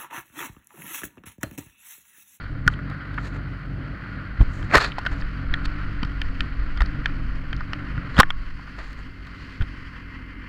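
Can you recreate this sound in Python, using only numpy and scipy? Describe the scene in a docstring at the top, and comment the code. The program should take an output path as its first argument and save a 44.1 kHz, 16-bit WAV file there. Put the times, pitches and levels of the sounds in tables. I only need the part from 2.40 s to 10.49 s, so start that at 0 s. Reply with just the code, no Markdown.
"""Fingers click, shove and rub a small camera's hollow plastic case, unclip it and lift it out of a car.
Contacts ring the walls, rim, latch and, faintly, the mount bracket; shoves swing the microphone;
skin sticks and slips. An engine hunts at idle close by, heard first through the mount,
then more thinly by air. The loudest knocks overload the recorder."""
import sys
import numpy as np
from scipy import signal
from scipy.fft import rfft, irfft, next_fast_len
from scipy.io import wavfile
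from scipy.ndimage import uniform_filter1d

SR = 44100
rng = np.random.default_rng(int(sys.argv[2]) if len(sys.argv) > 2 else 0)


def dump_mix(stems):
    """Bounce the given channels to the path in sys.argv[1] as a 16-bit WAV at rate SR."""
    frames = np.atleast_2d(stems).T  # one column per channel
    limited = np.clip(frames, -1, 1)  # hard clip at full scale
    pcm = np.round(limited * 32767).astype(np.int16)
    wavfile.write(sys.argv[1], SR, pcm)


N = 356556

# Short modes of the case walls, plus the mount bracket's faint long ring near 1100 Hz.
# Each row: frequency in Hz, relative level in dB, T60 in seconds.
WALL_AND_BRACKET_MODES = [(295, -9.5, 0.046), (580, -18, 0.032), (880, -6.5, 0.02), (1046, 3.5, 0.018),
                          (1230, -1.5, 0.033), (1450, 8, 0.017), (1632, -2.5, 0.025), (1746, 7.5, 0.013),
                          (2050, -5, .014), (1100, -51, 1.5)]
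# Engine path. Each row: time in seconds, share arriving by air (0-1); the rest comes through the mount.
AIR_SHARE = [(0, 0.08), (5.8, 0.44), (5.95, 0.5), (8.09, 0.91)]
# Engine gains as grip and place change. Each row: time in seconds, then hum, rumble, roar and
# extra roar treble in dB.
ENGINE_GAINS = [(0, -36, -35.5, -40.5, 5.5), (.15, -37, -39, -44, 0.5), (.55, -38, -38, -42, 0),
                (1.2, -38, -37.5, -44, 1), (1.9, -37, -37, -41.5, -2), (2.55, -37.5, -36, -42, 3),
                (3.3, -35, -38, -40, -0.5), (4.2, -37, -38.5, -42.5, 2), (4.6, -35.5, -37, -41, -0.5),
                (5.1, -35.5, -38, -43, 0.5), (5.78, -37, -35.5, -40.5, -2), (5.93, -42.5, -45.5, -47, 4),
                (6.7, -45.5, -43.5, -47.5, 4.5), (7.05, -43, -41, -45.5, 4), (7.5, -43, -43.5, -45, 1.5),
                (8.09, -42.5, -43, -44, -6)]


def undb(db):
    return 10 ** (np.asarray(db) / 20)


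def curve(table, column=1):
    """Table column, linearly interpolated over time."""
    table = np.array(table, float)
    return np.interp(np.arange(N) / SR, table[:, 0], table[:, column])


def colour(x, points):
    """Filter by (Hz, dB) points, -90 dB outside them; output rms 1."""
    hz, db = np.transpose(points)
    size = next_fast_len(N)
    log_hz = np.log(np.fft.rfftfreq(size, 1 / SR) + 1e-3)
    gain = undb(np.interp(log_hz, np.log(hz), db, left=-90, right=-90))
    y = irfft(rfft(x, size) * gain, size)[:N]
    return y / np.sqrt(np.mean(y ** 2))


def walk(rate_hz):
    """Random steps, smoothed twice; spread near 1."""
    hold = int(SR / rate_hz)
    steps = np.repeat(rng.standard_normal(N // hold + 1), hold)
    return 1.326 * uniform_filter1d(uniform_filter1d(steps, hold), hold)[:N]


def add(out, start_s, x):
    i = int(start_s * SR)
    out[i:i + len(x)] += x[:N - i]


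def contact_ring(force, modes, peak_db, spot_hz=None):
    """A contact force rings damped modes, most strongly near the struck spot's pitch."""
    hz, db, t60_s = np.array(modes).T[:, :, None]
    t = np.arange(int(np.clip(t60_s.max() * SR, 2048, 16000))) / SR
    if spot_hz:
        db = db + np.maximum(-26 * np.abs(np.log2(hz / spot_hz)), -20)
    # Even out the drive per mode so all clicks sound like one body.
    drive = np.abs(np.sum(force[:1024] * np.exp(2j * np.pi * hz * t[:1024]), axis=1, keepdims=True))
    gain = undb(db) / (drive + 0.15 * drive.mean())
    onset = (1 - np.exp(-t / 0.00039)) ** 2
    response = onset * np.sum(gain * np.sin(2 * np.pi * hz * t) * 1000. ** (-t / t60_s), axis=0)
    ring = signal.fftconvolve(force, response)[:len(t)]
    return undb(peak_db) * ring / np.abs(ring).max()


def case_clicks():
    """Short rough contacts ring walls, bracket, rim and latch, with a thin crack on top."""
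    # Contacts. Each row: start in seconds, contact time in ms, wall and bracket peak in dB,
    # spot pitch in Hz, then rim, latch and crack peaks in dB.
    contacts = [(0.265, 1, -26, 1760, -64, -47, -48), (0.2772, 0.5, 0.5, 1450, -14.5, -15, -37),
                (0.3, 1.1, -29, 1290, -40, -68, -64), (0.337, 1.3, -37, 1420, -31, -52, -60),
                (0.39, 0.75, -23.5, 1500, -49, -68, -58), (0.5, 0.79, -30, 1360, -57, -41, -50),
                (0.511, 3.7, -28.5, 1230, -50, -69, -66), (0.618, 1.7, -31, 1450, -50, -60, -75),
                (0.742, 1.7, -47, 1410, -41, -49, -56), (0.777, 6, -16.5, 1540, -38, -53, -70),
                (2.01, 0.67, -23, 835, -32, -45, -55), (2.227, 0.88, -28.5, 1460, -33, -45, -57),
                (2.312, 1.4, -16.5, 1300, -45, -50, -62), (2.354, 1.8, -3.5, 1790, -26, -10, -28),
                (2.38, 0.71, -4, 1260, -26, -19, -22), (2.445, 0.52, -15, 1480, -26, -18, -40),
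                (2.519, 0.52, -43, 1850, -23.5, -48, -65), (2.583, 0.95, -14.5, 880, -35, -32, -63),
                (2.588, 1.2, -29, 1262, -35, -31.5, -40), (2.651, 2.2, -20.5, 1520, -45, -42, -52),
                (2.6617, 3.5, -14.5, 1440, -20, -31, -49), (2.717, 2.1, -35, 1340, -39, -47, -61),
                (2.813, 0.95, -45, 1500, -50, -35, -65), (2.821, 1.2, -25, 1810, -35, -52, -64),
                (3.1391, 0.91, -14, 1860, -15, -34, -48), (3.253, 1.2, -36, 1550, -33, -35, -59),
                (3.63, 1.53, -22, 1160, -21.5, -28.5, -58), (3.648, 1.35, -32, 1415, -36, -35, -61),
                (3.816, 0.65, -19.5, 1890, -19, -24.5, -43), (4.006, 0.78, -15.5, 1810, -14.5, -21.5, -43),
                (4.373, 2.1, -27, 1400, -34, -36, -59), (4.405, 2.04, -12.5, 1239, -25.5, -33, -43),
                (4.418, 1, -13, 1849, -37, -24.5, -47), (4.46, 0.71, -34, 1410, -56, -31.5, -53),
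                (4.658, 0.9, -8.5, 1800, -17.5, -25, -52), (5.129, 0.91, -19, 2070, -21, -36, -64),
                (5.165, 0.52, -48, 1406, -44, -33, -59), (5.207, 0.75, -20, 1250, -62, -40, -62),
                (5.3325, 0.57, -14, 1810, -21.5, -27, -66), (5.577, 1.6, -25.5, 1450, -56, -49, -75),
                (5.767, 1.2, -20, 1280, -21, -41, -47), (5.78, 1.4, -12.5, 1520, -20, -29, -42),
                (5.7888, 0.42, -1.5, 1390, -9, -24, -34), (5.796, 0.6, -6, 1430, -21, -29, -28),
                (5.8005, 1.63, 7.5, 1020, -4, -3, -10.5), (5.82, 1.2, -36, 1714, -26, -37, -40),
                (5.8308, 0.95, -4.5, 1825, -22, -35, -44), (5.9036, 1.1, -15, 1340, -14, -34, -45),
                (6.19, 4.8, -35, 1017, -63, -66, -78), (6.276, 2, -32.5, 1300, -60, -62, -69),
                (6.387, 2.2, -32, 1290, -42, -42, -60), (6.53, 0.63, -47, 1450, -60, -47, -50),
                (6.869, 1.2, -34.5, 1400, -46, -43, -49), (7.209, 0.72, -25, 1450, -33, -44, -55),
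                (7.214, 1.2, -28, 1800, -35, -50, -62), (7.221, 1, -30, 1960, -29, -38, -51),
                (7.228, 1.2, -30, 1410, -45, -57, -66), (7.561, 2, -30.5, 1584, -44, -55, -72)]
    # Modes of the stiff rim and the latch. Each row: frequency in Hz, relative level in dB, T60 in seconds.
    rim_modes = [(2297, 4.5, 0.011), (2805, -7.5, 0.019), (3150, 10.5, 0.0088), (3410, -6, 0.011)]
    latch_modes = [(3920, -2, 0.0064), (4400, 7.5, 0.0044), (4850, -8.5, 0.0072)]
    crack_band = np.vstack([signal.butter(3, 5200, "high", fs=SR, output="sos"),
                            signal.butter(1, 4000, fs=SR, output="sos")])
    out, t_ms = np.zeros(N), 1000 * np.arange(2048) / SR
    for start_s, contact_ms, wall_db, spot_hz, rim_db, latch_db, crack_db in contacts:
        age = t_ms / contact_ms
        force = rng.standard_normal(len(age)) * age * np.exp(-1.6 * age)
        crack = signal.sosfilt(crack_band, force)
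        add(out, start_s, contact_ring(force, WALL_AND_BRACKET_MODES, wall_db, spot_hz))
        add(out, start_s, contact_ring(force, rim_modes, rim_db))
        add(out, start_s, contact_ring(force, latch_modes, latch_db))
        add(out, start_s, undb(crack_db) * crack / np.abs(crack).max())
    return out


def mic_thumps():
    """Each shove briefly swings the microphone."""
    # Shoves. Each row: start in seconds, level in dB, frequency in Hz, cycles, first swing (1 out, -1 in).
    shoves = [(0.2646, -12.5, 126, 1.5, -1), (.272, -11.5, 32, 0.71, 1), (1.987, -18, 75, 1.24, -1),
              (2.005, -1, 68, 0.77, -1), (2.013, -4, 39.5, 0.75, 1), (2.364, -12.5, 52, 1.1, 1),
              (2.718, -17, 41, 1.13, 1), (2.825, -19.5, 22, 0.84, -1), (3.101, -18.5, 18, 0.7, 1),
              (3.173, -20, 14, 0.72, -1), (3.269, -14, 21, 0.68, 1), (3.629, -17.5, 200, 1.3, -1),
              (3.649, -18.5, 93, 0.97, 1), (4, -17.5, 26, 0.62, -1), (4.404, -8.5, 45, 1.66, -1),
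              (5.577, -16, 120, 1.5, 1), (5.766, -20, 78, 0.96, 1), (5.78, -14, 120, 2.6, 1),
              (5.7896, 1.5, 145, 0.85, -1), (5.791, -6.5, 48, 0.56, 1), (5.811, -18, 9.5, 1.77, 1),
              (7.204, -12, 59.7, .9, -1), (7.2146, -15, 77, 0.38, -1), (7.218, -14, 28, 0.62, 1)]
    out = np.zeros(N)
    for start_s, level_db, hz, cycles, polarity in shoves:
        turns = np.arange(0, cycles, hz / SR)
        envelope = np.sin(np.pi * turns / cycles) ** 0.52 * np.exp(-0.59 * (turns / cycles - .5))
        add(out, start_s, polarity * undb(level_db) * envelope * np.sin(2 * np.pi * turns))
    return out


def finger_rubs():
    """Stick-slip grains of skin excite the walls, the rim and a bright hiss."""
    # Strokes. Each row: time of full level, swell, hold and fade in seconds, hiss level in dB,
    # then walls and rim in dB relative to the hiss.
    strokes = [(.325, 0.09, .012, .02, -68, 10, 6), (.86, 0.087, .015, .04, -57, 17, 7),
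               (0.949, .02, 0.0018, .04, -64.5, 27, 9), (2.007, 0.028, .002, .05, -65.5, 24, 11),
               (2.157, 0.091, 0.019, .12, -60.5, 12.5, 0), (2.225, .03, .005, .04, -74, 18, 5),
               (2.351, 0.026, 0.0056, .02, -37.5, 30.5, 11), (2.37, 0.012, 0.0033, .03, -37, 16, 7),
               (2.423, 0.083, 0.013, 0.063, -46, 21.5, 16), (2.722, 0.058, .002, .07, -64, 24, 9),
               (2.81, 0.045, .002, .012, -63, 20, 8), (3.257, 0.014, .002, .005, -53, 16.5, 17),
               (5.78, .07, .004, .01, -58, 24.5, 15.5), (5.803, 0.017, 0.0023, .008, -31, 26.5, 5.5),
               (6.395, 0.031, .004, .035, -63.5, 27, 12.5), (6.446, 0.053, 0.078, .02, -68, 15, 11),
               (6.6, .05, 0.0021, .02, -67, 21, 6), (6.98, .25, 0.19, .2, -76.5, 5, 16)]
    # Friction spectra. Each row: frequency in Hz, relative density in dB.
    wall_spectrum = [(71, -34), (120, -3.5), (231, -11), (418, -6.5), (871, -7.5), (1260, -3), (1510, -5),
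                     (1740, -1), (2170, -12), (2600, -18.5), (3380, -40), (5720, -120)]
    rim_spectrum = [(1530, -34), (2600, -4.5), (2810, -4), (3040, -9.5), (4340, 1), (5300, -16),
                    (6890, -56), (11700, -120)]
    hiss_spectrum = [(4500, -16), (5500, 0.5), (7000, 5), (9300, -9), (16000, -23.5)]
    ramp_db = 20  # per swell or fade time
    grains = rng.standard_normal(N) * undb(2.0 * walk(250) + 1.1 * walk(70))
    walls, rim, hiss = (colour(grains, shape) for shape in (wall_spectrum, rim_spectrum, hiss_spectrum))
    out, t = np.zeros(N), np.arange(N) / SR
    for full_s, swell_s, hold_s, fade_s, hiss_db, wall_db, rim_db in strokes:
        span = slice(int(max(full_s - 3 * swell_s, 0) * SR), int((full_s + hold_s + 3 * fade_s) * SR))
        ramps = np.maximum((full_s - t[span]) / swell_s, (t[span] - full_s - hold_s) / fade_s)
        envelope = undb(hiss_db - ramp_db * np.maximum(ramps, 0))
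        out[span] += envelope * (hiss[span] + undb(wall_db) * walls[span] + undb(rim_db) * rim[span])
    return out


def mount_to_air(noise, air, mount_spectrum, air_spectrum):
    """Equal-power crossfade between the paths; reversing the noise decorrelates them."""
    through_mount = np.sqrt(1 - air) * colour(noise, mount_spectrum)
    return through_mount + np.sqrt(air) * colour(noise[::-1], air_spectrum)


def engine_hum(firings, air, shake):
    """Firing harmonics, wavering in level and phase."""
    # Harmonics. Each row: multiple of the firing rate, relative level in dB by mount, then by air.
    harmonics = [(1, 2, -0.5), (2, -3.5, -1), (3, -0.5, -7.5), (4, -5.5, -7), (5, -20, -10),
                 (6, -8.5, -10.5), (7, -18.5, -24.5)]
    hum = np.zeros(N)
    for k, mount_db, air_db in harmonics:
        level_db = mount_db + air * (air_db - mount_db) + 2.94 * shake * walk(9)
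        turns = k * firings + rng.random() + .06 * shake * walk(13)
        hum += undb(level_db) * np.sin(2 * np.pi * turns)
    return undb(curve(ENGINE_GAINS)) * hum


def engine_rumble(air):
    """Broad low noise between the hum lines."""
    # Rumble spectra by path. Each row: frequency in Hz, relative density in dB.
    mount_spectrum = [(30, -25), (60, -2), (110, 7.5), (200, -6.5), (290, -3.5), (370, -18), (600, -16),
                      (900, -29.5)]
    air_spectrum = [(30, -7.5), (60, 0), (110, -26), (200, -17), (275, -7), (370, -22.5), (600, -35.5),
                    (900, -45.5)]
    rumble = mount_to_air(rng.standard_normal(N), air, mount_spectrum, air_spectrum)
    return undb(curve(ENGINE_GAINS, column=2)) * rumble


def engine_roar(firings, firing_hz, air):
    """Upper noise: puffs once per firing, grainy from rattling parts, louder at higher speed."""
    # Roar spectra inside the closed case, by path. 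Each row: frequency in Hz, relative density in dB.
    mount_spectrum = [(290, -4.5), (500, -15), (949, -14), (1210, -2.5), (1310, -1.5), (1425, 3),
                      (1580, -1.5), (1740, -6), (1980, -4.5), (2690, -21), (3180, -18.5), (3500, -27),
                      (4360, -20), (5040, -33), (5220, -57), (9000, -66), (11700, -83), (19800, -120)]
    air_spectrum = [(290, -59), (500, -10), (547, -35), (766, -27), (980, -10.5), (1060, -6), (1350, -8),
                    (1920, -2.5), (2100, -8), (2390, -10), (3060, -13), (3660, -30), (4510, -19),
                    (5840, -35), (11000, -52), (14300, -73), (22000, -120)]
    mid_idle_hz, db_per_hz = 46.4, 0.3
    puff = 1 + 0.12 * np.cos(2 * np.pi * firings)
    grains = rng.standard_normal(N) * puff * undb(1.1 * walk(25) + 1.3 * walk(150))
    roar = mount_to_air(grains, air, mount_spectrum, air_spectrum)
    treble = signal.sosfiltfilt(signal.butter(3, 3500, "high", fs=SR, output="sos"), roar)
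    roar += (undb(curve(ENGINE_GAINS, column=4)) - 1) * treble
    return undb(curve(ENGINE_GAINS, column=3) + db_per_hz * (firing_hz - mid_idle_hz)) * roar


def engine_whine(air):
    """Thin steady-pitched tones that emerge as the camera comes free."""
    # Airborne tones. Each row: frequency in Hz, mean level in dB at an air share of 1.
    tones = [(2093, -51.5), (2030, -60.5), (260, -53), (55, -46)]
    t = np.arange(N) / SR
    return air * sum(undb(db + 0.91 * walk(2.57)) * np.sin(2 * np.pi * hz * t) for hz, db in tones)


def engine():
    """The idle hunts about once a second; uneven firings swell and dip the bass."""
    # Turning points of the idle. Each row: time in seconds, firing rate in Hz.
    idle = [(0, 46.6), (.26, 43.6), (.6, 49), (1.18, 44.8), (1.6, 48.5), (2.12, 44.8), (2.52, 49),
            (3.04, 45.1), (3.4, 49.2), (3.92, 44.3), (4.55, 49.3), (4.9, 42.8), (5.45, 49.4), (5.83, 43.8),
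            (6.37, 48.8), (6.81, 43.9), (7.18, 48), (7.6, 43.4), (8.09, 48.4)]
    turn_s = .1
    firing_hz = uniform_filter1d(curve(idle), int(turn_s * SR))
    firings = np.cumsum(firing_hz * (1 + 0.01166 * walk(20))) / SR
    air = curve(AIR_SHARE)
    shake = 1 - 0.9 * air  # a hand on the mount unsteadies the hum
    bass = engine_hum(firings, air, shake) + engine_rumble(air)
    roar, whine = engine_roar(firings, firing_hz, air), engine_whine(air)
    return undb(2.3 * shake * walk(18)) * bass + roar + whine


def mount_rattle():
    """Engine shake ticks the case walls faintly against the mount."""
    ticks_per_s, gain_db = 60, -43
    hits = rng.random(N) < ticks_per_s / SR
    impulses = hits * undb(3.0 * rng.standard_normal(N)) * rng.choice([-1, 1], N)
    t = np.arange(1024) / SR
    ring = sum(undb(db) * np.sin(2 * np.pi * hz * t) * 1000. ** (-t / t60_s)
               for hz, db, t60_s in WALL_AND_BRACKET_MODES)
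    tick = ring * (1 - np.exp(-t / 0.0022))
    return undb(gain_db) * signal.fftconvolve(impulses, tick)[:N] * (1 - curve(AIR_SHARE))


def hand_sway():
    """The hand rocks the microphone at the edge of hearing."""
    # Sway strength. Each row: time in seconds, mean level in dB.
    levels = [(0, -39), (.2, -32), (.45, -46), (1, -54), (1.45, -60), (1.95, -46), (2.08, -28), (2.43, -37),
              (3.15, -27), (3.75, -28), (4.3, -26), (4.95, -28), (5.85, -34), (6.03, -24.5), (6.28, -43.5),
              (6.46, -32), (7, -54), (7.36, -41), (8.09, -46)]
    sway = colour(rng.standard_normal(N), [(6, -8.0), (15, 7.0), (30, -4.0), (50, 2.5), (90, -28.0)])
    return sway * undb(curve(levels) + 2.9 * walk(2.01))


def scene():
    return (engine() + mount_rattle() + hand_sway() + case_clicks() + mic_thumps() + finger_rubs())[None]


def record(dry):
    """Preamp hiss, hard overload on the big knocks, steep top cut."""
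    hiss_db, ceiling, top_hz = -78, .7, 15750
    clipped = np.clip(dry + undb(hiss_db) * rng.standard_normal(dry.shape), -ceiling, ceiling)
    return signal.sosfilt(signal.ellip(8, .2, 70, top_hz, fs=SR, output="sos"), clipped)


dry = scene()
out = record(dry)
dump_mix(out)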